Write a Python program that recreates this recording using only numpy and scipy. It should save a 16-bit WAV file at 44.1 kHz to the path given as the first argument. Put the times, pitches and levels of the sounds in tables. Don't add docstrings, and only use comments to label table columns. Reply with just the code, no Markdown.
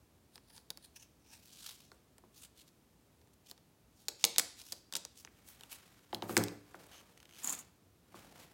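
import sys
import numpy as np
from scipy import signal
from scipy.fft import rfft, irfft, next_fast_len
from scipy.io import wavfile

SR = 44100
rng = np.random.default_rng(int(sys.argv[2]) if len(sys.argv) > 2 else 0)


def master_out(mix):
    frames = np.transpose(np.atleast_2d(mix))
    ceiling = np.clip(frames, -1, 1)
    pcm = np.round(ceiling * 32767).astype(np.int16)
    wavfile.write(sys.argv[1], SR, pcm)


N = 376173
TIME = np.arange(N) / SR
AGE = TIME[:SR // 2]

# frequency_hz, gain_db
AIR_SPECTRUM = [(29, -39), (50, 4), (284, -2), (495, -9), (1700, -19.5), (16000, -26)]
# frequency_hz, gain_db
ROOM_SPECTRUM = [(200, 7), (500, 2), (1000, -3), (3000, -7.5), (16000, -8.5)]
# frequency_hz, t60_s
ROOM_DECAY = [(150, 0.28), (4000, 0.52), (8000, 0.4), (15000, 0.19)]
# peak_s, length_s, level_db, emphasis_hz
CLOTH_STROKES = [(5.64, 0.89, -66, 1320), (6.82, 0.5, -64, 487), (7.405, 0.14, -57.5, 3750),
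                 (7.49, 0.11, -49, 1114), (8.17, 0.085, -62.5, 910), (8.26, 0.38, -64, 149),
                 (8.41, 0.064, -60, 1430)]
# start_s, length_s, first_rate_hz, last_rate_hz, level_db
CREAK_TRAINS = [(6.911, 0.095, 270, 173, -60.5), (7.149, 0.11, 38, 38, -58), (7.272, .125, 49, 200, -60)]
# frequency_hz, gain_db
CREAK_SPECTRUM = [(300, -4), (3000, 6.5), (8000, -4), (14000, -6), (16000, -17)]
# pitch_hz, level_db, t60_s
JOINT_MODES = [(3050, 9, 0.005), (6320, 6.5, 0.0055)]
# start_s, hold_s, release_s, level_db
DRAGS = [(7.431, .1, .02, -41.5), (7.586, .014, .008, -45)]
# start_s, level_db, pitch_hz
GRAIN_CATCHES = [(7.444, -34.5, 7200), (7.474, -31.5, 6880), (7.495, -33, 7600), (7.501, -36, 6880),
                 (7.508, -41, 7550), (7.5253, -36, 7570)]
# frequency_hz, gain_db
SCRAPE_SPECTRUM = [(100, -34), (240, -3), (600, -27), (1050, -1.5), (1600, -19.5), (5700, -16.5),
                   (6800, 3.5), (8500, -6.5), (16000, -13.5)]
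# peak_s, length_s, level_db, emphasis_hz
CARD_STROKES = [(1.62, 0.4, -60, 5200), (1.675, 0.087, -50.5, 5400), (2.38, 0.06, -56.5, 8000),
                (2.44, 0.045, -56.5, 5430), (2.595, 0.058, -60, 4000), (2.68, 0.022, -64.5, 4500),
                (3.337, 0.0086, -64, 9000), (3.49, 0.052, -60.5, 5040), (4.01, .12, -68.5, 7000),
                (4.225, 0.06, -55.5, 4155), (4.6, 0.045, -53.5, 3280), (4.70, 0.13, -55.5, 5800),
                (5.195, 0.065, -60, 6600)]
# frequency_hz, gain_db
CARD_SPECTRUM = [(200, -18.5), (900, -4.5), (1850, -9), (2700, -3.5), (3600, -1.5), (6500, -3), (9500, -5),
                 (16000, -7.5)]
# peak_s, length_s, level_db, emphasis_hz
LEATHER_STROKES = [(5.485, 0.075, -56.5, 9000), (5.718, 0.045, -47.5, 6750), (6.305, 0.079, -47.5, 7680)]
# peak_s, length_s, level_db, pitch_hz
WIRE_STROKES = [(0.36, 0.023, -60, 4220), (0.564, 0.063, -57, 4550), (0.853, 0.032, -57, 4320),
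                (0.971, 0.01, -51, 2670), (1.029, 0.026, -54.5, 2840), (1.337, 0.047, -55.5, 2600)]
# pitch_ratio, level_db
HELD_WIRE_MODES = [(1, 1.5), (2.16, 7.5), (3.2, -5)]
# start_s, level_db, contact_hz, relative_boom_db, rock_count
WOOD_KNOCKS = [(1.916, -53, 1360, -11, 1), (2.236, -62.5, 1000, 4, 0), (5.2734, -54, 2160, -16, -1),
               (6.129, -39.5, 850, 2.5, 0), (6.223, -40.5, 900, 5, 0), (6.293, -39, 1165, 8.5, 0),
               (6.3673, -27, 1850, 6, 4), (6.409, -41, 1400, 4, 2), (6.743, -44.5, 1355, -6.5, 1.5),
               (8.142, -51, 1080, 1, 0)]
# pitch_hz, level_db, t60_s
TABLE_MODES = [(107.8, -2.5, 0.49), (173.8, -5.5, 0.43), (221, 3.5, 0.21), (292, -5, 0.6), (335, 0.5, 0.25),
               (353, 8.5, 0.12), (412.6, -7, 0.5), (462, -4.5, 0.18), (515, -6.5, 0.3)]
# frequency_hz, gain_db
BOARD_SPECTRUM = [(70, -31), (130, -16.5), (440, -6), (650, -11.5), (1100, -13), (4000, -29)]
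# pitch_hz, level_db, t60_s
HOLLOW_MODES = [(896, -5.5, 0.024), (1785, 3.5, 0.0068)]
# pitch_hz, level_db, t60_s
DEEP_MODES = [(350, -4, 0.042), (467, -0.5, 0.061)]
FREE_WIRE_TONES = [3398, 3929, 4245, 4931, 5620, 6205, 7896]
# frequency_hz, gain_db
STEEL_SPECTRUM = [(100, -50), (900, -16), (2200, -6.5), (4800, 0), (8200, -2.5), (10500, -7), (16000, -12)]
# start_s, level_db, pitch_hz, tilt_db_per_octave
STEEL_TOUCHES = [(.357, -53, 4070, -1), (.379, -56.5, 4200, -8), (.503, -63.5, 4300, -8),
                 (.579, -53.5, 4630, -3.5), (0.7038, -37, 3770, 6), (0.7069, -49, 3880, 15),
                 (0.7735, -49.5, 4400, 5), (1.917, -56.5, 4400, -7), (2.182, -58.5, 6700, 3.5),
                 (3.215, -71, 4200, -2), (3.2732, -72.5, 6200, -2), (3.578, -63.5, 3750, 4),
                 (3.5127, -45, 4400, 5), (4.3613, -40, 3800, -5), (5.0507, -41.5, 4870, -2),
                 (5.2488, -48.5, 5270, -6), (5.609, -52, 3150, 4), (5.6348, -50, 2910, 2),
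                 (6.1289, -44, 3100, -11), (6.1466, -35.5, 3340, 0), (6.2225, -41, 3120, -9),
                 (6.4382, -34.5, 6400, 2), (6.4834, -44.5, 3830, -4), (6.867, -59, 8150, 12)]
# start_s, level_db, pitch_hz, tilt_db_per_octave, crack_t60_s
HANDLE_SNAPS = [(4.0833, -31, 4010, 1, 0.011), (4.2409, -19, 2940, -3, 0.01), (4.2496, -23, 4100, 8, 0.015),
                (4.383, -19.5, 7930, -1, 0.0026), (4.722, -37.5, 4800, 1.5, 0.014),
                (4.925, -42, 3670, -1.5, 0.0078), (4.9531, -31, 3600, -2, 0.021),
                (4.965, -34, 6940, 1, 0.032), (6.3677, -23.5, 7000, -4, 0.0069),
                (6.3762, -26.5, 6460, 1, 0.0071)]
# start_s, level_db
HANDLE_REBOUNDS = [(4.088, -39), (4.3869, -29.5), (4.3918, -31), (4.3961, -25.5), (4.399, -34.5),
                   (4.726, -39.5), (4.937, -39.5)]


def undb(db):
    return 10 ** (np.asarray(db) / 20)


def unit(x):
    return x / np.sqrt(np.mean(x ** 2))


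def blow(x):
    return x * np.sqrt(SR / 200 / np.sum(x ** 2))


def octaves(hz):
    return np.log2(np.maximum(hz, 10))


def at(points, hz):
    f, value = np.transpose(points)
    return np.interp(octaves(hz), octaves(f), value)


def freqs(x):
    return np.fft.rfftfreq(len(x), 1 / SR)


def colour(x, db):
    cepstrum = irfft(np.log(undb(db)), len(x))
    cepstrum[1:] *= 2
    cepstrum[len(x) // 2:] = 0
    return irfft(rfft(x) * np.exp(rfft(cepstrum)), len(x))


def shape(x, spectrum):
    return colour(x, at(spectrum, freqs(x)))


def fade(t60):
    return np.exp(-np.log(1000) * AGE / max(t60, 1e-4))


def ring(modes, contact_s=0.00082):
    tones = sum(undb(db) * fade(t60) * np.cos(2 * np.pi * hz * AGE) for hz, db, t60 in modes)
    return blow((1 - np.exp(-AGE / contact_s)) * tones)


def swell(modes, build_cycles=1.5):
    return blow(sum(undb(db) * fade(t60) * (1 - np.exp(-AGE * hz / build_cycles))
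                    * np.sin(2 * np.pi * hz * AGE) for hz, db, t60 in modes))


def burst(t60):
    return blow(rng.standard_normal(len(AGE)) * fade(t60))


def add(track, start_s, x):
    i = int(start_s * SR)
    track[i:i + len(x)] += x[:N - i]


def wander(rate_hz):
    return np.interp(TIME * rate_hz, np.arange(N), rng.standard_normal(N))


def grit(grain_db, flutter_db, flutter_hz):
    noise = rng.standard_normal(N)
    return unit(noise * undb(grain_db * rng.standard_normal(N) + flutter_db * wander(flutter_hz)))


def strokes(rows, friction, slope_db, fall_over_rise, steepness):
    out, size = np.zeros(N), next_fast_len(N)
    spectrum, pitch = rfft(friction, size), octaves(np.fft.rfftfreq(size, 1 / SR))
    for peak_s, length_s, db, hz in rows:
        hiss = irfft(spectrum * undb(-slope_db * np.hypot(1, pitch - octaves(hz))), size)[:N]
        rise_s = length_s / (1 + fall_over_rise)
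        from_peak = np.maximum((peak_s - TIME) / rise_s, (TIME - peak_s) / (length_s - rise_s))
        out += undb(db) * unit(hiss) / np.cosh(np.minimum(1.486 * from_peak ** steepness, 20))
    return out


def air(level_db=-67.5):
    return undb(level_db) * unit(shape(rng.standard_normal(N), AIR_SPECTRUM))


def reverberation(x, wet_db=-13, build_s=0.0021):
    f, tail = freqs(AGE), 0
    noise = rfft(rng.standard_normal(len(AGE))) * undb(at(ROOM_SPECTRUM, f))
    for hz in 2. ** np.arange(6, 15):
        band = np.maximum(1 - np.abs(octaves(f) - octaves(hz)), 0)
        tail += irfft(noise * band, len(AGE)) * fade(at(ROOM_DECAY, hz))
    tail *= 1 - np.exp(-(AGE / build_s) ** 2)
    return undb(wet_db) * signal.fftconvolve(x, tail / np.sqrt(np.sum(tail ** 2)))[:N]


def shuffle():
    cloth = grit(grain_db=5.3, flutter_db=3.4, flutter_hz=150)
    return strokes(CLOTH_STROKES, cloth, slope_db=4.0, fall_over_rise=2.0, steepness=1.0)


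def creak(jitter_s=0.00028, joint_db=-4, onset_s=0.001, slip_t60=0.011):
    out, joint = np.zeros(N), undb(joint_db) * ring(JOINT_MODES)
    offsets_s = jitter_s * rng.standard_normal(N // 100)
    for start_s, length_s, first_hz, last_hz, db in CREAK_TRAINS:
        progress = np.arange(0, 1, 1 / (length_s * SR))
        rate_hz = first_hz + (last_hz - first_hz) * progress ** 2
        slip_count = np.floor(np.cumsum(rate_hz) / SR)
        slips_s = start_s + length_s * progress[1:][np.diff(slip_count) > 0]
        for slip_s, offset_s in zip(slips_s, offsets_s):
            tick = blow(shape(burst(slip_t60), CREAK_SPECTRUM)) + joint
            add(out, slip_s + offset_s, undb(db) * blow(tick * (1 - np.exp(-AGE / onset_s))))
    return out


def scrape(attack_s=0.0068, ring_t60=0.0082, ring_db=-2):
    pressure = sum(undb(db) * np.clip((TIME - start_s) / attack_s, 0, 1)
                   * np.exp(-np.maximum(TIME - start_s - hold_s, 0) / release_s)
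                   for start_s, hold_s, release_s, db in DRAGS)
    sliding = grit(grain_db=6.0, flutter_db=3.6, flutter_hz=400)
    filter_rms = np.sqrt(np.mean(undb(at(SCRAPE_SPECTRUM, freqs(AGE))) ** 2))
    out = shape(pressure * sliding, SCRAPE_SPECTRUM) / filter_rms
    for start_s, db, hz in GRAIN_CATCHES:
        slip = burst(t60=0.012)
        rasp = blow(shape(slip, SCRAPE_SPECTRUM))
        ringing = blow(signal.fftconvolve(slip, ring([(hz, 0, ring_t60)]))[:len(AGE)])
        add(out, start_s, undb(db) * blow(rasp + undb(ring_db) * ringing))
    return out


def changing_grip(x, flutter_db, flutter_hz):
    size = next_fast_len(N)
    spectrum = rfft(x, size)
    half_octave = 2 * octaves(np.clip(np.fft.rfftfreq(size, 1 / SR), 2 ** 10, 2 ** 14))
    bands = (irfft(spectrum * np.maximum(1 - np.abs(half_octave - k), 0), size)[:N] for k in range(20, 29))
    return unit(sum(band * undb(flutter_db * wander(flutter_hz)) for band in bands))


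def fingers(buzz_db=-4, buzz_cycles=7, emphasis_hz=5000, hollow_db=-6):
    skin = grit(grain_db=6.5, flutter_db=3.4, flutter_hz=240)
    skin = changing_grip(skin, flutter_db=2.4, flutter_hz=30)
    card = unit(shape(skin, CARD_SPECTRUM))
    out = strokes(CARD_STROKES, card, slope_db=4.5, fall_over_rise=1.0, steepness=1.28)
    out += strokes(LEATHER_STROKES, skin, slope_db=2.0, fall_over_rise=2.6, steepness=1.1)
    for peak_s, length_s, db, hz in WIRE_STROKES:
        wire = ring([(hz * ratio, mode_db, buzz_cycles / (hz * ratio ** .5))
                     for ratio, mode_db in HELD_WIRE_MODES])
        buzz = unit(signal.oaconvolve(skin, wire + undb(hollow_db) * ring(HOLLOW_MODES))[:N])
        out += strokes([(peak_s, length_s, db, emphasis_hz)], card + undb(buzz_db) * buzz,
                       slope_db=3.0, fall_over_rise=0.59, steepness=0.71)
    return out


def wood_impacts(first_s=0.021, slowing=1.4, drop_db=-11, step_db=-2.0, rock_hz=450):
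    for start_s, db, hz, boom_db, rock_count in WOOD_KNOCKS:
        yield start_s, db, hz, boom_db
        for k in range(round(rock_count)):
            yield start_s + first_s * (k + 1) ** slowing, db + drop_db + step_db * k, rock_hz, 0


def table_boom():
    out, table = np.zeros(N), swell(TABLE_MODES)
    for start_s, db, _, boom_db in wood_impacts():
        add(out, start_s, undb(db + boom_db) * table)
    return out


def bending_wave(contact_hz, rise_db_per_octave=6, fall_db_per_octave=24, travel_at_1khz_s=0.002979):
    f = freqs(AGE)
    delay_s = travel_at_1khz_s * np.sqrt(1000 / np.maximum(f, 60))
    phase = -2 * np.pi * np.cumsum(delay_s - delay_s[-1]) * f[1]
    chirp = irfft(np.exp(1j * phase), len(AGE)) * fade(t60=0.2)
    above = octaves(f) - octaves(contact_hz)
    return blow(colour(chirp, np.minimum(rise_db_per_octave * above, -fall_db_per_octave * above)))


def board_knocks(rumble_db=-8, rumble_t60=0.22, hollow_db=-3.0, hollow_cycles=20):
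    out = np.zeros(N)
    for start_s, db, hz, boom_db in wood_impacts():
        hollow = blow(shape(ring([(hz, 0, hollow_cycles / hz)]), [(hz, 0), (2 * hz, -20)]))
        rumble = blow(shape(burst(rumble_t60), BOARD_SPECTRUM))
        add(out, start_s, undb(db) * bending_wave(hz))
        add(out, start_s + 0.001479, undb(db + hollow_db) * hollow)
        add(out, start_s + 0.0049, undb(db + boom_db + rumble_db) * rumble)
    return out


def steel_click(hz, tilt_db, ring_db, crack_t60, upper_ratio=1.2, ring_cycles=28, contact_s=0.00015):
    f, ring_t60 = freqs(AGE), ring_cycles / hz
    contact = burst(crack_t60) + undb(-17) * burst(t60=0.03)
    contact *= 1 - np.exp(-AGE / contact_s)
    crack = blow(colour(contact, at(STEEL_SPECTRUM, f) + tilt_db * octaves(np.maximum(f, 1000))))
    jaw = ring([(hz, 0, ring_t60), (hz * upper_ratio, -2, ring_t60)], contact_s)
    return blow(crack + undb(ring_db) * jaw)


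def strike_clip(out, start_s, db, timbre, board_db=-32.0, hollow_db=-34, db_per_db=0.56, lag_s=0.003):
    add(out, start_s, undb(db) * steel_click(*timbre))
    add(out, start_s, undb(hollow_db + db_per_db * db) * ring(HOLLOW_MODES))
    scattered = blow(shape(burst(t60=0.043), BOARD_SPECTRUM))
    add(out, start_s + lag_s, undb(board_db + db_per_db * db) * scattered)


def clip_touches(jaw_db=1.0, jaw_hz=3500, jaw_db_per_octave=-9, crack_t60=0.005):
    out = np.zeros(N)
    for start_s, db, hz, tilt_db in STEEL_TOUCHES:
        ring_db = jaw_db + jaw_db_per_octave * np.log2(hz / jaw_hz)
        strike_clip(out, start_s, db, (hz, tilt_db, ring_db, crack_t60))
    return out


def handle_snaps(ring_db=-6, wire_db=-25, wire_t60=0.23, deep_db=-23.5):
    out = np.zeros(N)
    wire = ring([(hz, 0, wire_t60) for hz in FREE_WIRE_TONES])
    after_ring = undb(wire_db) * wire + undb(deep_db) * swell(DEEP_MODES)
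    for start_s, db, hz, tilt_db, crack_t60 in HANDLE_SNAPS:
        strike_clip(out, start_s, db, (hz, tilt_db, ring_db, crack_t60))
        add(out, start_s, undb(db) * after_ring)
    for start_s, db in HANDLE_REBOUNDS:
        hz, tilt_db, crack_t60 = max(snap for snap in HANDLE_SNAPS if snap[0] < start_s)[2:]
        strike_clip(out, start_s, db, (hz, tilt_db, ring_db, crack_t60))
    return out


def scene(shade_db=-6):
    cloth, background = shuffle(), air()
    touches, snaps = clip_touches(), handle_snaps()
    shaded = touches + scrape()
    exposed = snaps + board_knocks() + fingers() + cloth + creak()
    echoes = reverberation(exposed + undb(shade_db) * shaded)
    return (background + echoes + table_boom() + shaded + exposed)[None]


def record(dry, low_hz=48, top_hz=16000):
    thin = signal.sosfilt(signal.butter(4, low_hz, "high", fs=SR, output="sos"), dry)
    return signal.sosfilt(signal.ellip(8, .2, 70, top_hz, fs=SR, output="sos"), thin)


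dry = scene()
out = record(dry)
master_out(out)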